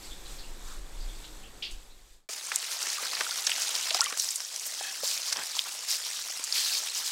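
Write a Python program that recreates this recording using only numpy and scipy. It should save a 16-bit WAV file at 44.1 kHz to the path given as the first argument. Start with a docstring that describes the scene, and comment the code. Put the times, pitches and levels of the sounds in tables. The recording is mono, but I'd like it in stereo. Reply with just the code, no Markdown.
"""Stream by a weir, then a muddy ride

At first, a stream rushes over a low weir, wind rumbles on the microphone and birds call from the bank; all fade out.
Then, close to the wheels, a loaded bicycle rides a muddy path covered in dead leaves.
Water and leaves are swarms of tiny damped rings; wind is low noise, and bird calls are short noise bands.
Twigs and luggage are noise bursts in a damped mode, and wet mud pops as sines gliding upward.
"""
import sys
import numpy as np
from scipy import signal
from scipy.fft import rfft, irfft, next_fast_len
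from scipy.io import wavfile
from scipy.ndimage import uniform_filter1d, map_coordinates

SR = 44100
rng = np.random.default_rng(int(sys.argv[2]) if len(sys.argv) > 2 else 0)


def digitize_waveform(pressure):
    """Quantize a signal to 16-bit integers and store it at the path in sys.argv[1].

    Rows of a 2-D input are taken as channels; values are limited to [-1, 1].
    """
    field = np.atleast_2d(pressure).T
    bounded = np.clip(field, -1, 1)
    quanta = np.round(bounded * 32767).astype(np.int16)
    wavfile.write(sys.argv[1], SR, quanta)


N = 313551  # samples

# In spectra and mode tables, levels are relative: the sound is scaled to rms 1 after shaping.
# rushing water: (frequency [Hz], level [dB per Hz])
WATER_SPECTRUM = [(41, -32), (70, -5), (238, -8), (320, -5.5), (564, -9), (646, -14.5), (723, -9),
                  (2050, -18.5), (3160, -16.5), (3460, -12), (5830, -16), (8000, -12.5), (9380, -21.5),
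                  (13500, -23), (15800, -32)]
# wind rumble on the microphone: (frequency [Hz], level [dB per Hz])
WIND_SPECTRUM = [(8, -8), (14, 0), (22, 0), (31, -2), (41, -7.5), (51, -14.5), (63, -28), (100, -48),
                 (200, -120)]
# stereo width of stream and birds: (frequency [Hz], side against mid [dB])
BANK_WIDTH = [(60, -40), (120, -27), (240, -21), (480, -21.5), (950, -19.5), (1890, -22), (3770, -20.5),
              (7520, -17.5), (15000, -10)]
# stereo width of the path close by: (frequency [Hz], side against mid [dB])
TRACK_WIDTH = [(60, -15), (110, -14), (200, -15), (380, -13), (700, -8), (1290, -8.5), (2380, -12.5),
               (4400, -16), (8120, -5), (15000, -7)]
# the ground under the tyres, before layer offsets: (time [s], mud [dB], leaves [dB])
GROUND_LEVELS = [(2.44, -51, -39), (2.46, -51, -37.5), (2.75, -48.5, -36), (3.09, -45.5, -35.5),
                 (3.45, -48.5, -35.5), (3.61, -45.5, -33.5), (3.91, -46, -34), (3.98, -45.5, -35),
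                 (4.15, -52.5, -39.5), (4.35, -57, -38.5), (4.61, -53, -38), (4.78, -52, -37),
                 (5.31, -50.5, -37.5), (5.84, -51, -37.5), (6.01, -52.5, -37.5), (6.44, -52.5, -36.5),
                 (6.59, -51, -34), (7.1, -50, -36.5)]
# tone of mud and leaves: (frequency [Hz], level [dB per Hz])
GROUND_SPECTRUM = [(24, -67), (40, -37.5), (353, -22), (500, -15), (950, -10.5), (1620, -8.5), (2300, -4),
                   (5260, 0), (8450, -6), (14700, -20), (15800, -19)]
# twigs and stalks breaking, before SNAP_GAIN_DB: (time [s], peak [dB], pitch [Hz], splintering against snap [dB])
TWIG_SNAPS = [(2.5588, -7.5, 7200, -20), (2.827, -18, 5770, -14), (2.9018, -19, 5640, -18),
              (3.1498, -20.5, 4270, -6), (3.3089, -18.5, 4960, -29), (3.467, -12.5, 5560, -5),
              (3.5149, -16.5, 2840, -4), (3.6194, -14.5, 6450, -15), (3.7518, -14.5, 4800, -13),
              (3.9058, -14, 3340, -18), (3.9447, -14.5, 5300, -3), (3.9687, -16, 6350, -17),
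              (4.0067, -6, 5260, -10), (4.0144, -12.5, 7400, -13), (4.0413, -14, 7240, -14),
              (4.0596, -17.5, 3160, -16), (4.1739, -18, 7800, -14), (4.1975, -13.5, 6050, -15),
              (4.288, -19, 5630, -14), (4.3063, -20, 7550, -13), (4.357, -19, 8050, -1),
              (4.4035, -21, 5500, -12), (4.5615, -20, 5640, -26), (4.5958, -20.5, 6440, -10),
              (5.0754, -15.5, 6300, -14), (5.1764, -17.5, 5900, -28), (5.3253, -15, 5300, -2),
              (5.5912, -11, 3460, -26), (5.913, -14.5, 5530, -26), (6.439, -18, 7000, -6),
              (6.5236, -16.5, 5190, -7)]
# air pockets popping in wet mud, before POP_GAIN_DB: (time [s], level [dB], starting pitch [Hz], t60 [s])
MUD_POPS = [(2.852, -31, 1780, 0.071), (2.983, -27, 1195, 0.049), (3.266, -20, 1370, .022),
            (3.315, -26, 1380, 0.039), (3.912, -30.5, 630, 0.069), (3.946, -23, 704, 0.055),
            (3.965, -23, 764, 0.024), (3.995, -19, 860, 0.026), (4.012, -17.5, 1120, 0.023),
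            (4.016, -17.5, 1357, 0.058), (4.028, -24.5, 1830, 0.036), (4.049, -22, 2000, .028),
            (4.066, -22, 1156, .031), (4.081, -30, 2270, 0.05), (4.103, -35, 1120, 0.067),
            (4.81, -31, 780, 0.038), (5.033, -24, 547, 0.024)]
# bumps shake frame and luggage: (time [s], knock peak [dB], pitch [Hz], thud before its envelope [dB])
LUGGAGE_KNOCKS = [(2.29, -32, 2480, -40.5), (2.517, -16, 1820, -44), (2.867, -21.5, 1920, -42.5),
                  (3.031, -25.5, 1510, -63), (3.131, -22.5, 1120, -47), (3.168, -24, 1640, -60),
                  (3.207, -16.5, 2380, -62), (3.2095, -17.5, 1110, -58), (3.472, -16.5, 2330, -67),
                  (3.494, -17.5, 2430, -64), (3.908, -13.5, 2970, -65), (3.946, -18.5, 1400, -36),
                  (4.124, -21, 2110, -38), (4.171, -27, 1770, -49), (4.402, -28, 1840, -51),
                  (4.809, -31, 696, -57), (5.033, -33, 560, -62), (5.324, -21, 1800, -64),
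                  (5.359, -26, 1630, -58), (5.389, -24.5, 1620, -42), (6.19, -30.5, 1250, -66),
                  (6.394, -27.5, 2200, -44.5)]
# a bag rubbing on its rack: (middle [s], length [s], squeak [dB], low scuff [dB])
BAG_RUBS = [(4.866, 0.11, -40.5, -68), (5.39, 0.084, -42, -45)]
# ringing modes of the rack: (frequency [Hz], width [Hz], level [dB])
RACK_MODES = [(780, 70, -7.5), (1716, 110, .5), (2580, 84, -1), (3230, 70, 1), (3430, 70, -13)]
# low scuff of the bag: (frequency [Hz], level [dB per Hz])
SCUFF_SPECTRUM = [(50, -34), (120, -4), (400, 0), (1000, 7), (2000, -10), (5000, -50)]
# drifts of leaves flattened or swept aside: (start [s], length [s], level [dB], centre [Hz])
LEAF_SWISHES = [(2.304, 0.035, -35, 5570), (2.707, 0.027, -30.5, 5570), (2.803, 0.028, -34.5, 5970),
                (2.904, 0.056, -35.5, 5030), (3.374, 0.021, -30, 4900), (3.595, .05, -32.5, 6200),
                (3.824, 0.018, -30, 4000), (3.943, 0.02, -27, 4430), (4.174, 0.11, -32.5, 5650),
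                (4.299, 0.063, -37.5, 5470), (4.651, .03, -32.5, 7400), (5.031, .13, -30, 5280),
                (5.255, 0.054, -32.5, 4800), (5.548, 0.057, -36.5, 4540), (5.886, 0.075, -28, 5150),
                (6.055, 0.018, -29.5, 4670), (6.127, 0.087, -38.5, 4300), (6.542, 0.061, -26, 4350),
                (6.609, .19, -31, 4550), (6.946, 0.064, -30.5, 5200), (7.051, 0.039, -30, 5500)]
# thud in the load: (frequency [Hz], level [dB per Hz])
THUD_SPECTRUM = [(50, -45), (140, -41), (300, -2), (500, 1), (900, -7), (2000, -47)]
# the water swells into a gurgle: (middle [s], length [s], level [dB], centre [Hz], width [Hz])
WATER_GURGLES = [(.704, .1, -56.5, 1240, 910), (1.324, .18, -61, 310, 45)]
# gusts on the microphone: (middle [s], length [s], level [dB])
WIND_GUSTS = [(0.097, .09, -41.5), (0.447, 0.82, -44.5), (0.813, 0.13, -40), (0.953, 0.29, -36.5),
              (1.19, 0.13, -38), (1.412, 0.13, -42), (1.758, 0.11, -35), (2.13, 0.17, -35.5)]
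# far bird calls, bands before sharpening: (time [s], level [dB], centre [Hz], half width [Hz])
FAR_BIRDS = [(.029, -45, 4630, 695), (.105, -41, 3500, 260), (.248, -43, 3880, 800), (.38, -41, 4340, 900),
             (.43, -47, 2800, 250), (.999, -44, 4600, 700), (1.08, -44.5, 3500, 297),
             (1.43, -44, 2920, 450), (1.9, -44, 3950, 300)]
# harsh notes of a near bird: (time [s], level [dB], centre [Hz], half width before sharpening [Hz], t60 [s])
NEAR_BIRD = [(1.242, -44, 3600, 900, .17), (1.623, -30.5, 3140, 1020, 0.35),
             (1.625, -36.5, 4500, 800, 0.35), (1.71, -42.5, 6450, 3500, 0.21)]
# the weir throws up more spray: (middle [s], added level [dB])
SPRAY_SURGES = [(.05, 3), (.32, 4), (.7, 3), (1.09, 1.5), (2.11, 5.5)]
# a tyre pulls out of deep mud and small pops froth up, ever higher: (time [s], middle pitch [Hz])
FROTH_PITCH = [(3.93, 1090), (4.17, 2400)]
# left-right tilt of the leaves and tyre mud: (frequency [Hz], left gain [dB]); the right gets the opposite
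LEFT_LEAN = [(380, 0.01), (1300, -0.65), (2400, -0.6), (4400, 0.79), (8100, 0.52), (15000, -0.84)]

RIDE_START = 2.289  # s
FADE_START = 1.36  # s; the bank fades in a straight line from here, to silence where the ride starts
TOP_HZ = 15900  # upper limit of the recorder
RUSH_DB, SPRAY_DB = -54.5, -52.5  # mean levels of the weir; the spray also surges
SURGE_S = 0.13  # length of a surge
BREEZE_DB = -44  # wind on the microphone between gusts
BIRD_RISE_S, BIRD_T60_S = 0.011, 0.21  # shared by all far calls
MUD_DB, CRUSH_DB, CRACKLE_DB = 1.5, -7, -2  # each layer against its ground level
DAMPNESS = 0.45  # dB more crushing of damp leaves for each dB more mud
STALK_DB, STALK_SPREAD_DB, STALK_HZ = 10, 0.5, 5400  # over the leaves and before SNAP_GAIN_DB; middle pitch
FROTH_DB, FROTH_T60_S = -29, .022  # mean level before POP_GAIN_DB
SNAP_GAIN_DB, POP_GAIN_DB = 2.5, -2.5
SNAP_TOP_HZ = 12800  # damp wood gives off little above this; knocks share the limit


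def amp(db):
    """Decibels to gain."""
    return 10 ** (np.asarray(db) / 20)


def unit(x):
    """Scale to rms 1."""
    return x / np.sqrt(np.mean(x ** 2) + 1e-20)


def along(points, hz):
    """(frequency [Hz], value) points read on a log axis."""
    f, v = np.transpose(points)
    return np.interp(np.log(hz + 1), np.log(f + 1), v)


def curves(rows):
    """One value per sample for each column after the time."""
    s, *cols = np.transpose(rows)
    return [np.interp(np.arange(N) / SR, s, c) for c in cols]


def wobble(rate):
    """A smooth random curve, rate knots a second."""
    knots = rng.standard_normal(int(N * rate / SR) + 4)
    return map_coordinates(knots, [np.arange(N) * rate / SR])


def swell(s, length):
    """A bell-shaped envelope around time s, length seconds wide at 1/e."""
    return np.exp(-(2 * (np.arange(N) / SR - s) / length) ** 2)


def filtered(x, response):
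    """x times a response of frequency."""
    n = x.shape[-1]
    m = next_fast_len(n + 8192)  # room for the filter to ring out
    return irfft(rfft(x, m) * response(np.fft.rfftfreq(m, 1 / SR)), m)[..., :n]


def noise(spectrum):
    """Coloured noise of rms 1."""
    return unit(filtered(rng.standard_normal(N), lambda hz: amp(along(spectrum, hz))))


def resonance(hz, centre, width):
    """Response of one damped mode."""
    return 1j * hz * width / (centre ** 2 - hz ** 2 + 1j * hz * width)


def add(track, s, sound):
    """Mix a sound into a track at time s."""
    part = track[..., round(s * SR):][..., :sound.shape[-1]]
    part += sound[..., :part.shape[-1]]


def stereo(pair, width):
    """A mid and a side signal to left and right."""
    side = filtered(pair[1], lambda hz: amp(along(width, hz)))
    return np.array([pair[0] + side, pair[0] - side])


def grains(lo_hz, hi_hz, cycles, spread_db, haze_db, count, size):
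    """Mid and side of many tiny damped rings at random places, evened to a flat spectrum, with a noise haze."""
    when, pitch, strength, place = rng.random((count, 4)).T[:, :, None]
    turns = lo_hz * (hi_hz / lo_hz) ** pitch * np.arange(size) / SR
    heft = amp(spread_db * np.minimum(-np.log(1 - strength), 5))  # a few rings are much stronger
    age = turns / cycles
    rings = heft * np.sqrt(turns[:, 1:2] * age) * np.exp(-age) * np.sin(2 * np.pi * turns)
    rings = rings * np.cos(np.pi / 2 * np.arange(size) / size) ** 2  # even the lowest ring dies away smoothly
    index = ((when * N).astype(int) + np.arange(size)).ravel()
    pans = (1, np.sqrt(2) * np.cos(np.pi * place))  # mid, side
    pair = np.array([np.bincount(index, (rings * pan).ravel(), N)[:N] for pan in pans])
    z = rfft(pair, next_fast_len(N))
    power = np.abs(uniform_filter1d(np.abs(z[0]) ** 2, size=2001))
    flat = irfft(z / np.sqrt(power + 1e-12), next_fast_len(N))[:, :N]
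    return unit(flat) + amp(haze_db) * rng.standard_normal((2, N))


def band(pair, spectrum, lo_hz, hi_hz):
    """One steep-sided band of a spectrum, at rms 1."""
    def response(hz):
        edges = 1 / np.sqrt((1 + (lo_hz / (hz + 1)) ** 10) * (1 + (hz / hi_hz) ** 10))
        return amp(along(spectrum, hz)) * edges
    return unit(filtered(pair, response))


def stream():
    """Countless small bubbles merge into a steady rush with restless spray; swarms of like size gurgle."""
    bubbles = grains(319, 19320, cycles=6.4, spread_db=1.7, haze_db=6.0, count=7000, size=600)
    rush = amp(RUSH_DB + 0.36 * wobble(7.9)) * band(bubbles, WATER_SPECTRUM, 60, 2060)
    surge_db = sum(db * swell(s, SURGE_S) for s, db in SPRAY_SURGES)
    spray_db = SPRAY_DB + surge_db + 1.3 * wobble(12.0)
    spray = amp(spray_db) * band(bubbles, WATER_SPECTRUM, 1900, 16000)
    gurgle = np.zeros((2, N))
    for s, length, db, centre, width in WATER_GURGLES:
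        swarm = unit(filtered(bubbles, lambda hz: resonance(hz, centre, width) ** 2))
        gurgle += amp(db) * swell(s, length) * swarm
    return stereo(rush + spray + gurgle, BANK_WIDTH)


def wind():
    """Slow eddies press on both microphone ports alike, harder in each gust."""
    gust_power = sum((amp(db) * swell(s, length)) ** 2 for s, length, db in WIND_GUSTS)
    return np.sqrt(amp(BREEZE_DB) ** 2 + gust_power) * noise(WIND_SPECTRUM)


def birds(near_rise_s=0.00063):
    """Short harsh calls, smeared into a fading band by the rocky bank; the near one starts abruptly."""
    out, t = np.zeros((2, N)), np.arange(SR // 3) / SR
    far = [(*row, BIRD_T60_S, BIRD_RISE_S) for row in FAR_BIRDS]
    near = [(*row, near_rise_s) for row in NEAR_BIRD]
    for s, db, centre, width, t60, rise in far + near:
        hiss = rng.standard_normal((2, len(t)))
        rasp = unit(filtered(hiss, lambda hz: resonance(hz, centre, 2 * width) ** 3))
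        add(out, s, amp(db - 60 * t / t60) * (1 - np.exp(-t / rise)) * rasp)
    return stereo(out, BANK_WIDTH)


def crack(pitch, sharpness, burst_s, tail_db, tail_s, lead_db, pan):
    """A strain, a sudden release 10 ms in and brief splintering ring a damped mode; peak 1 before panning."""
    t = np.arange(SR // 15) / SR - .01
    after = np.exp(-np.abs(t) / burst_s) + amp(tail_db) * np.exp(-np.abs(t) / tail_s)
    before = amp(lead_db) * np.exp(-np.abs(t) / 0.0022)
    push = rng.standard_normal(len(t)) * np.where(t < 0, before, after)

    def body(hz):
        """A small damp body radiates little far below or far above its mode."""
        mode = resonance(hz, pitch, pitch / sharpness) * resonance(hz, pitch, 1.9 * pitch)
        return mode / (1 + (hz / SNAP_TOP_HZ) ** 4)
    ring = filtered(push, body)
    return ring / np.abs(ring).max() * np.array([[1 + pan], [1 - pan]])


def luggage(thud_s=0.007):
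    """Bumps knock the frame and thud in the load; twice a bag scrapes along the rack and rings its rods."""
    out, age = np.zeros((2, N)), np.arange(SR // 10) / SR
    soft = noise(THUD_SPECTRUM)
    thud_shape = age / thud_s * np.exp(1 - 2 * age / thud_s)  # strongest, at one half, after thud_s / 2
    for s, db, pitch, thud_db in LUGGAGE_KNOCKS:
        knock = crack(pitch, sharpness=0.82, burst_s=0.0016, tail_db=-11.5, tail_s=0.0094,
                      lead_db=-15.0, pan=0.31 * rng.standard_normal())
        add(out, s - .009, amp(db) * knock)
        add(out, s, amp(thud_db) * thud_shape * soft[round(s * SR):][:len(age)])

    def rods(hz):
        return sum(amp(db) * resonance(hz, f, w) for f, w, db in RACK_MODES)
    squeak = unit(filtered(rng.standard_normal(N), rods))
    scuff = noise(SCUFF_SPECTRUM)
    for s, length, squeak_db, scuff_db in BAG_RUBS:
        out += swell(s, length) * (amp(squeak_db) * squeak + amp(scuff_db) * scuff)
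    return out


def froth(count):
    """Rows like those of MUD_POPS for small pops scattered around a rising pitch."""
    span, pitch = np.transpose(FROTH_PITCH)
    times = rng.uniform(*span, count)
    return [(s, FROTH_DB + 2.5 * a, np.interp(s, span, pitch) * np.exp(.3 * b), FROTH_T60_S)
            for s, (a, b) in zip(times, rng.standard_normal((count, 2)))]


def squelch(rise=1.57, attack_s=0.001):
    """Each air pocket rings as it opens, its pitch creeping upward."""
    out, t = np.zeros(N), np.arange(SR // 10) / SR
    for s, db, pitch, t60 in MUD_POPS + froth(count=14):
        envelope = amp(db + POP_GAIN_DB - 60 * t / t60) * (1 - np.exp(-t / attack_s))
        add(out, s, envelope * np.sin(2 * np.pi * pitch * t * (1 + rise * t)))
    return out


def stalks(count):
    """Rows like those of TWIG_SNAPS: small stalks at random moments, louder where the leaves are louder."""
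    times = rng.uniform(RIDE_START, N / SR, count)
    path_s, _, leaves_db = np.transpose(GROUND_LEVELS)
    rows = []
    for s, (a, b) in zip(times, rng.standard_normal((count, 2))):
        db = np.interp(s, path_s, leaves_db) + STALK_DB + STALK_SPREAD_DB * a
        rows.append((s, db, STALK_HZ * np.exp(0.19 * b), -17))
    return rows


def twigs():
    """Twigs and leaf stalks snap under the wheels, each a sharp release with a splintering tail."""
    out = np.zeros((2, N))
    for s, db, pitch, splinter_db in TWIG_SNAPS + stalks(count=22):
        snap = crack(pitch, sharpness=4.4, burst_s=0.00024, tail_db=splinter_db, tail_s=0.0043,
                     lead_db=-15.5, pan=0.1 + 0.27 * rng.standard_normal())
        add(out, s - .009, amp(db + SNAP_GAIN_DB) * snap)
    return out


def leafy(pair, patchy_db):
    """Each leaf colours its own crackle for a moment: random gain in small patches of time and pitch."""
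    z = signal.stft(pair, nperseg=512)[2]
    field = uniform_filter1d(rng.standard_normal(z.shape[1:]), size=6, axis=0)  # across pitch
    field = uniform_filter1d(field, size=4, axis=1)  # across time
    return signal.istft(z * amp(patchy_db * unit(field)), nperseg=512)[1][:, :N]


def swishes(edge_s=0.013, breadth=0.55):
    """A drift of leaves gives way in a dense burst of crackle that starts and stops quickly."""
    t = np.arange(N) / SR
    crunch = grains(1050, 14000, cycles=1.3, spread_db=3.0, haze_db=-3, count=24000, size=90)
    crunch = leafy(crunch, patchy_db=2.0)
    out = np.zeros((2, N))
    for s, length, db, centre in LEAF_SWISHES:
        near = (t > s - .1) & (t < s + length + .1)
        opening = (1 + np.tanh((t[near] - s) / edge_s)) / 2
        closing = (1 - np.tanh((t[near] - s - length) / (2 * edge_s))) / 2
        colour = lambda hz: np.abs(resonance(hz, centre, breadth * centre)) ** 1.21
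        out[:, near] += amp(db) * opening * closing * unit(filtered(crunch[:, near], colour))
    return stereo(out, TRACK_WIDTH)


def tyres():
    """The tread presses mud, crushes damp leaves and breaks dry ones, clump by clump; more mud, more crushing."""
    mud_db, leaves_db = curves(GROUND_LEVELS)
    crush_db = leaves_db + CRUSH_DB + DAMPNESS * (mud_db - mud_db.mean())
    clumps_db = .5 * wobble(13) + 0.44 * wobble(45) + 1.47 * wobble(220)
    mud = grains(297, 2500, cycles=1.4, spread_db=3.0, haze_db=-0.5, count=6000, size=400)
    mud = leafy(band(mud, GROUND_SPECTRUM, 30, 1904), patchy_db=1.8)
    crush = grains(1680, 5350, cycles=3.2, spread_db=3.0, haze_db=-1.5, count=9000, size=160)
    crush = band(crush, GROUND_SPECTRUM, 2110, 4600)
    crackle = grains(3930, 17300, cycles=1.4, spread_db=4.0, haze_db=1, count=16000, size=70)
    crackle = band(crackle, GROUND_SPECTRUM, 4870, 23000)
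    leaves = leafy(amp(crush_db) * crush + amp(leaves_db + CRACKLE_DB) * crackle, patchy_db=2.0)
    pressed_mud = amp(mud_db + MUD_DB + 0.82 * wobble(40)) * mud
    return stereo(amp(clumps_db) * (pressed_mud + leaves), TRACK_WIDTH)


def scene():
    """The bank fades out, then at once comes the ride, its upper crackle a little stronger on the left."""
    t = np.arange(N) / SR
    fade = np.clip((RIDE_START - t) / (RIDE_START - FADE_START), 0, 1)
    left_right = np.array([[1], [-1]])
    ground = filtered(tyres() + swishes(), lambda hz: amp(along(LEFT_LEAN, hz) * left_right))
    ride = ground + twigs() + luggage() + squelch()
    bank = fade * (stream() + wind() + birds())
    return np.where(t >= RIDE_START, ride, bank)


def record(dry):
    """The recorder keeps almost nothing above its band limit."""
    return filtered(dry, lambda hz: 1 / (1 + (hz / TOP_HZ) ** 200))


dry = scene()
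out = record(dry)
digitize_waveform(out)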